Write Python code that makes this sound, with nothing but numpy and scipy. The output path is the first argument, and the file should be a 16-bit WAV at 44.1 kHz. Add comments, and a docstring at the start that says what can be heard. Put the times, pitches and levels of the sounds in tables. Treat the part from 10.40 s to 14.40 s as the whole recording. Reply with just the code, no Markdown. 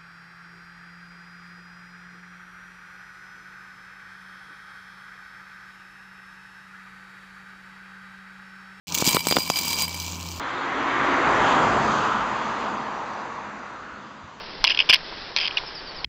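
"""On a country road a car passes, closest after about a second, and drives off.
Its tyres radiate bands of noise: a roar, a hiss and a bright rush beamed forward, with Doppler shift
on the rush and a faint comb from a roadside reflection. A hollow resonant drone drops in pitch,
wake and exhaust rumble by, and a few soft puffs of wind touch the microphone."""
import sys
import numpy as np
from scipy import signal
from scipy.fft import rfft, irfft
from scipy.io import wavfile
from scipy.ndimage import uniform_filter1d

SR = 44100
rng = np.random.default_rng(int(sys.argv[2]) if len(sys.argv) > 2 else 0)


def master_out(mix):
    """Clip the mix to full scale and print it as 16-bit PCM to the path in sys.argv[1]."""
    frames = np.transpose(np.atleast_2d(mix))
    ceiling = np.clip(frames, -1, 1)
    pcm = np.round(ceiling * 32767).astype(np.int16)
    wavfile.write(sys.argv[1], SR, pcm)


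N = 176400
FRAME, HOP = 2048, 512
HZ = np.fft.rfftfreq(FRAME, 1 / SR)[None] + 1
TIMES = np.arange(N // HOP + 3)[:, None] * HOP / SR

CLOSEST_S, SPEED_M_PER_S, CLOSEST_M, SOUND_M_PER_S = 1.17, 14.8, 4, 343
ALONG_ROAD_M = SPEED_M_PER_S * (CLOSEST_S - TIMES)
DISTANCE_M = np.hypot(ALONG_ROAD_M, CLOSEST_M)
FACING = ALONG_ROAD_M / DISTANCE_M  # direction cosine: 1 coming, -1 going

# Relative tyre levels (time [s], tread roar [dB], low rush [dB], hiss [dB])
TYRE_LEVELS = [(0, -31.5, -39, -52), (0.3, -30, -36, -51), (0.55, -26.0, -32.5, -47.5),
               (0.85, -21, -28.5, -45), (1.1, -21.5, -24.5, -42), (1.22, -21, -27, -42.5),
               (1.37, -23.5, -26, -43), (1.52, -23.0, -28.5, -41), (1.75, -23, -34, -46.5),
               (2.0, -27.5, -37, -48.5), (2.12, -29.5, -36, -48), (2.23, -28.5, -36.5, -48),
               (2.45, -32.5, -38.0, -52.5), (2.85, -34, -41.5, -54), (3.15, -40.5, -46.0, -57),
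               (3.52, -39, -49, -59.5), (3.8, -46, -51.5, -60.5), (4.0, -45.5, -53.5, -60)]
# Centre of the tread roar (time [s], frequency [Hz])
TREAD_CENTRE = [(0, 1120), (1.05, 1100), (1.3, 1060), (1.65, 1160), (1.9, 1020), (2.3, 1020), (2.6, 1020),
                (2.95, 975), (3.3, 1150), (3.55, 1240), (3.9, 990)]
# Tread spectrum (frequency [multiple of the centre], relative level [dB])
TREAD_SPECTRUM = [(.3, -37.5), (.62, -13.5), (.8, -5.5), (.94, -1), (1.17, -2.5), (1.38, -9.5), (1.7, -20),
                  (2.5, -39), (4.5, -46.5)]
# Low rush spectrum (frequency [Hz], relative level [dB])
LOW_RUSH_SPECTRUM = [(50, -40.5), (80, -22), (125, -9.5), (200, -12.5), (340, -1.5), (420, -2.5),
                     (520, -2.5), (650, -1.5), (780, -1), (1000, -4), (1600, -36)]
def tyre_roar():
    """Rolling noise: a tread band with a wandering centre, above a Doppler-shifted low rush."""
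    tread_db, low_db, _ = curves(TYRE_LEVELS)
    comb = roadside_reflection()
    tread = comb * colour(TREAD_SPECTRUM, HZ / curves(TREAD_CENTRE)[0])
    low_rush = comb * colour(LOW_RUSH_SPECTRUM, doppler_source_hz())
    return noise(tread, tread_db - 1, patchy_db=1.02) + noise(low_rush, low_db + 1, patchy_db=-0.6)


# Relative levels (time [s], bright rush [dB], sizzle [dB])
BRIGHT_LEVELS = [(0, -41, -43.5), (0.3, -35.5, -43), (0.65, -30.0, -38.5), (0.95, -29.5, -40.5),
                 (1.08, -29, -33), (1.3, -30, -40.5), (1.48, -33.5, -39.5), (1.7, -38.5, -38.5),
                 (1.95, -35.5, -45.0), (2.25, -39, -46), (2.55, -41.5, -51.5), (3.15, -43.5, -60),
                 (3.5, -49.5, -58), (4.0, -54, -57.5)]
# Spectra of the rush ahead, the rush behind and the sizzle (frequency [Hz], relative level [dB])
FRONT_SPECTRUM = [(900, -24), (1450, -1), (1750, 0), (2050, -2.5), (2400, -9), (2900, -18.5), (4000, -42)]
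REAR_SPECTRUM = [(900, -6), (1450, 5.5), (1750, 3.5), (2050, 1), (2400, -3), (2900, -7), (4000, -37)]
SIZZLE_SPECTRUM = [(1800, -14.5), (2600, 3.5), (3200, 4), (3650, 1), (4100, -5.5), (5000, -37)]
def tyre_bright_rush():
    """Directivity: the rush has one spectrum ahead and another behind; a sizzle lies above it."""
    rush_db, sizzle_db = curves(BRIGHT_LEVELS)
    hz = doppler_source_hz()
    front = (1 + FACING) / 2
    spectrum = front * colour(FRONT_SPECTRUM, hz) + (1 - front) * colour(REAR_SPECTRUM, hz)
    rush = noise(roadside_reflection() * spectrum, rush_db + 2, patchy_db=0.48)
    sizzle = noise(colour(SIZZLE_SPECTRUM, hz), sizzle_db - 1, patchy_db=1.7)
    return rush + sizzle


# Hiss spectra close by and far off (frequency [Hz], relative level [dB])
NEAR_HISS_SPECTRUM = [(2000, -21.5), (3500, -4), (4300, 2.5), (4900, 3), (5600, 2), (7000, 2), (7600, -3),
                      (8100, -4.5), (8600, -22.5), (9200, -38)]
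FAR_HISS_SPECTRUM = [(2000, -23.5), (3500, 7.5), (4300, 7.5), (4800, 6), (5600, 4.5), (7000, 1.5),
                     (7600, -2), (8100, -7.5), (8600, -35), (9200, -47)]
def tyre_hiss():
    """Inverse-square weighting: the finer hiss takes over from the distant one as the car nears."""
    _, _, hiss_db = curves(TYRE_LEVELS)
    near = (CLOSEST_M / DISTANCE_M) ** 2
    spectrum = near * colour(NEAR_HISS_SPECTRUM, HZ) + (1 - near) * colour(FAR_HISS_SPECTRUM, HZ)
    return noise(spectrum, hiss_db + 1.5, patchy_db=1.5)


def doppler_source_hz():
    """Doppler effect: the emitted frequency behind each heard one, lower while the car approaches."""
    return HZ * (1 - FACING * SPEED_M_PER_S / SOUND_M_PER_S)


def roadside_reflection(echo_gain=0.098, far_s=0.006, near_s=0.008):
    """Interference: one echo, later as the car comes abreast, combs the direct sound's spectrum."""
    delay_s = far_s + (near_s - far_s) * CLOSEST_M / DISTANCE_M
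    return abs(1 + echo_gain * np.exp(2j * np.pi * HZ * delay_s))


# Envelope of the drone (time [s], relative level [dB])
DRONE_LEVELS = [(0, -50), (0.3, -38.0), (0.5, -35), (0.66, -29), (0.82, -32.5), (1.0, -39), (1.17, -31.5),
                (1.37, -37.5), (1.5, -33.5), (1.65, -38), (2.02, -41), (2.15, -40), (2.45, -41.5),
                (2.6, -50), (3.22, -48.5), (3.4, -55.5), (3.58, -47.5), (4.0, -57)]
def drone(front_hz=279, rear_hz=211, turn_s=0.18, upper_ratio=1.246, upper_width_hz=50):
    """Resonance: a hollow band sinks and narrows as the car passes, with a weaker, broad one above."""
    front = (1 + np.tanh((CLOSEST_S - TIMES) / turn_s)) / 2
    centre_hz = rear_hz + (front_hz - rear_hz) * front
    level_db = curves(DRONE_LEVELS)[0] - 1.5
    hz, share = per_sample(centre_hz), per_sample(front)
    ahead = np.sqrt(share) * resonance(hz, half_width_hz=24)
    behind = np.sqrt(1 - share) * resonance(hz, half_width_hz=14)
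    upper_band = np.exp(-((HZ - centre_hz * upper_ratio) / upper_width_hz) ** 2)
    return amp(per_sample(level_db)) * (ahead + behind) + 0.69 * noise(upper_band, level_db)


# Wake spectrum (frequency [Hz], relative level [dB])
WAKE_SPECTRUM = [(20, -29.5), (45, -22.5), (75, -7), (100, -1), (135, 5), (180, 0), (250, 3.5), (500, -41)]
def rumble(wake_db=-31.5, boom_db=-42, peak_s=1.27, half_power_s=0.15):
    """Inverse-square law: wake rumble and exhaust boom swell and fade, peaking just past abreast."""
    fall_db = 10 * np.log10(1 + ((TIMES - peak_s) / half_power_s) ** 2)
    boom = amp(per_sample(boom_db - fall_db)) * resonance(centre_hz=56, half_width_hz=8)
    wake = noise(colour(WAKE_SPECTRUM, HZ), wake_db - fall_db)
    return wake + boom


# Breeze spectrum (frequency [Hz], relative level [dB])
BREEZE_SPECTRUM = [(20, -21.5), (50, 4), (110, 2.5), (300, -10), (900, -13.5)]
# Puffs of wind (time [s], half-width [s], peak level [dB], centre frequency [Hz])
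WIND_PUFFS = [(.6, .04, -55, 36), (3.06, 0.035, -57, 70), (3.535, 0.018, -50, 88), (3.848, 0.023, -47, 104)]
def wind(steepness=3):
    """Pressure fluctuations at the microphone: a faint low breeze and puffs with Gaussian envelopes."""
    air = noise(colour(BREEZE_SPECTRUM, HZ), level_db=-76)
    t = np.arange(N) / SR
    for peak_s, half_width_s, level_db, centre_hz in WIND_PUFFS:
        ratio = HZ / centre_hz
        band = (ratio / (1 + ratio ** 2)) ** steepness
        air += noise(band, level_db) * np.exp(-((t - peak_s) / half_width_s) ** 2)
    return air


def noise(spectrum, level_db, patchy_db=None):
    """Spectral shaping: noise with a moving spectrum and level, and optional random level patches."""
    real, imag, patches = rng.standard_normal((3, TIMES.size, HZ.size))
    if patchy_db is not None:
        patches = uniform_filter1d(patches, size=7, axis=0)  # smooth over time
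        patches = uniform_filter1d(patches, size=18, axis=1)  # and over frequency
        level_db = level_db + patchy_db * unit_rms(patches)
    spectrum = spectrum / np.sqrt(np.mean(spectrum ** 2, axis=1, keepdims=True))
    frames = (real + 1j * imag) * spectrum * amp(level_db) * np.sqrt(np.pi / FRAME)
    return signal.istft(frames.T, nperseg=FRAME, noverlap=FRAME - HOP)[1][:N]


def resonance(centre_hz, half_width_hz):
    """Narrow-band noise: a slow random envelope modulates a carrier whose frequency may move."""
    detuning = np.fft.fftfreq(N, 1 / SR) / half_width_hz
    white = rng.standard_normal(N) + 1j * rng.standard_normal(N)
    envelope = np.fft.ifft(white / (1 + detuning ** 2))
    carrier = np.exp(2j * np.pi * np.cumsum(centre_hz * np.ones(N)) / SR)
    return unit_rms((envelope * carrier).real)


def colour(points, hz):
    """Gain of a spectrum, interpolated in log frequency and rolled off beyond its ends."""
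    knots_hz, db = np.transpose(points)
    gain = amp(np.interp(np.log(hz), np.log(knots_hz), db))
    return gain * np.minimum(hz / knots_hz[0], 1) * np.minimum(knots_hz[-1] / hz, 1) ** 2


def curves(table):
    """Linear interpolation of a time table's columns at every frame."""
    times_s, *columns = np.transpose(table)
    return [np.interp(TIMES, times_s, column) for column in columns]


def per_sample(values):
    """Linear interpolation of a frame-rate control at every sample."""
    return np.interp(np.arange(N) / SR, TIMES[:, 0], values[:, 0])


def amp(db):
    """Decibels to amplitude ratio."""
    return 10 ** (np.asarray(db) / 20)


def unit_rms(x):
    """Normalisation to rms 1."""
    return x / np.sqrt(np.mean(x ** 2) + 1e-20)


def scene():
    """Superposition: the car's sounds and the wind add in one channel."""
    tyres = tyre_roar() + tyre_bright_rush() + tyre_hiss()
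    return (tyres + drone() + rumble() + wind())[None]


# Narrow treble notches (frequency [Hz], half-width [Hz])
TREBLE_NOTCHES = [(5420, 230), (7720, 190), (8310, 130)]
def record(dry, cutoff_hz=8950):
    """Linear filtering: narrow treble notches, then a steep low-pass band limit."""
    hz = np.fft.rfftfreq(N, 1 / SR)
    notches = [abs(hz - centre) / np.hypot(hz - centre, width) for centre, width in TREBLE_NOTCHES]
    notched = irfft(rfft(dry) * np.prod(notches, axis=0), N)
    low_pass = signal.firwin(401, cutoff_hz, window=("kaiser", 9), fs=SR)
    return signal.oaconvolve(notched, low_pass[None], "same")


dry = scene()
out = record(dry)
master_out(out)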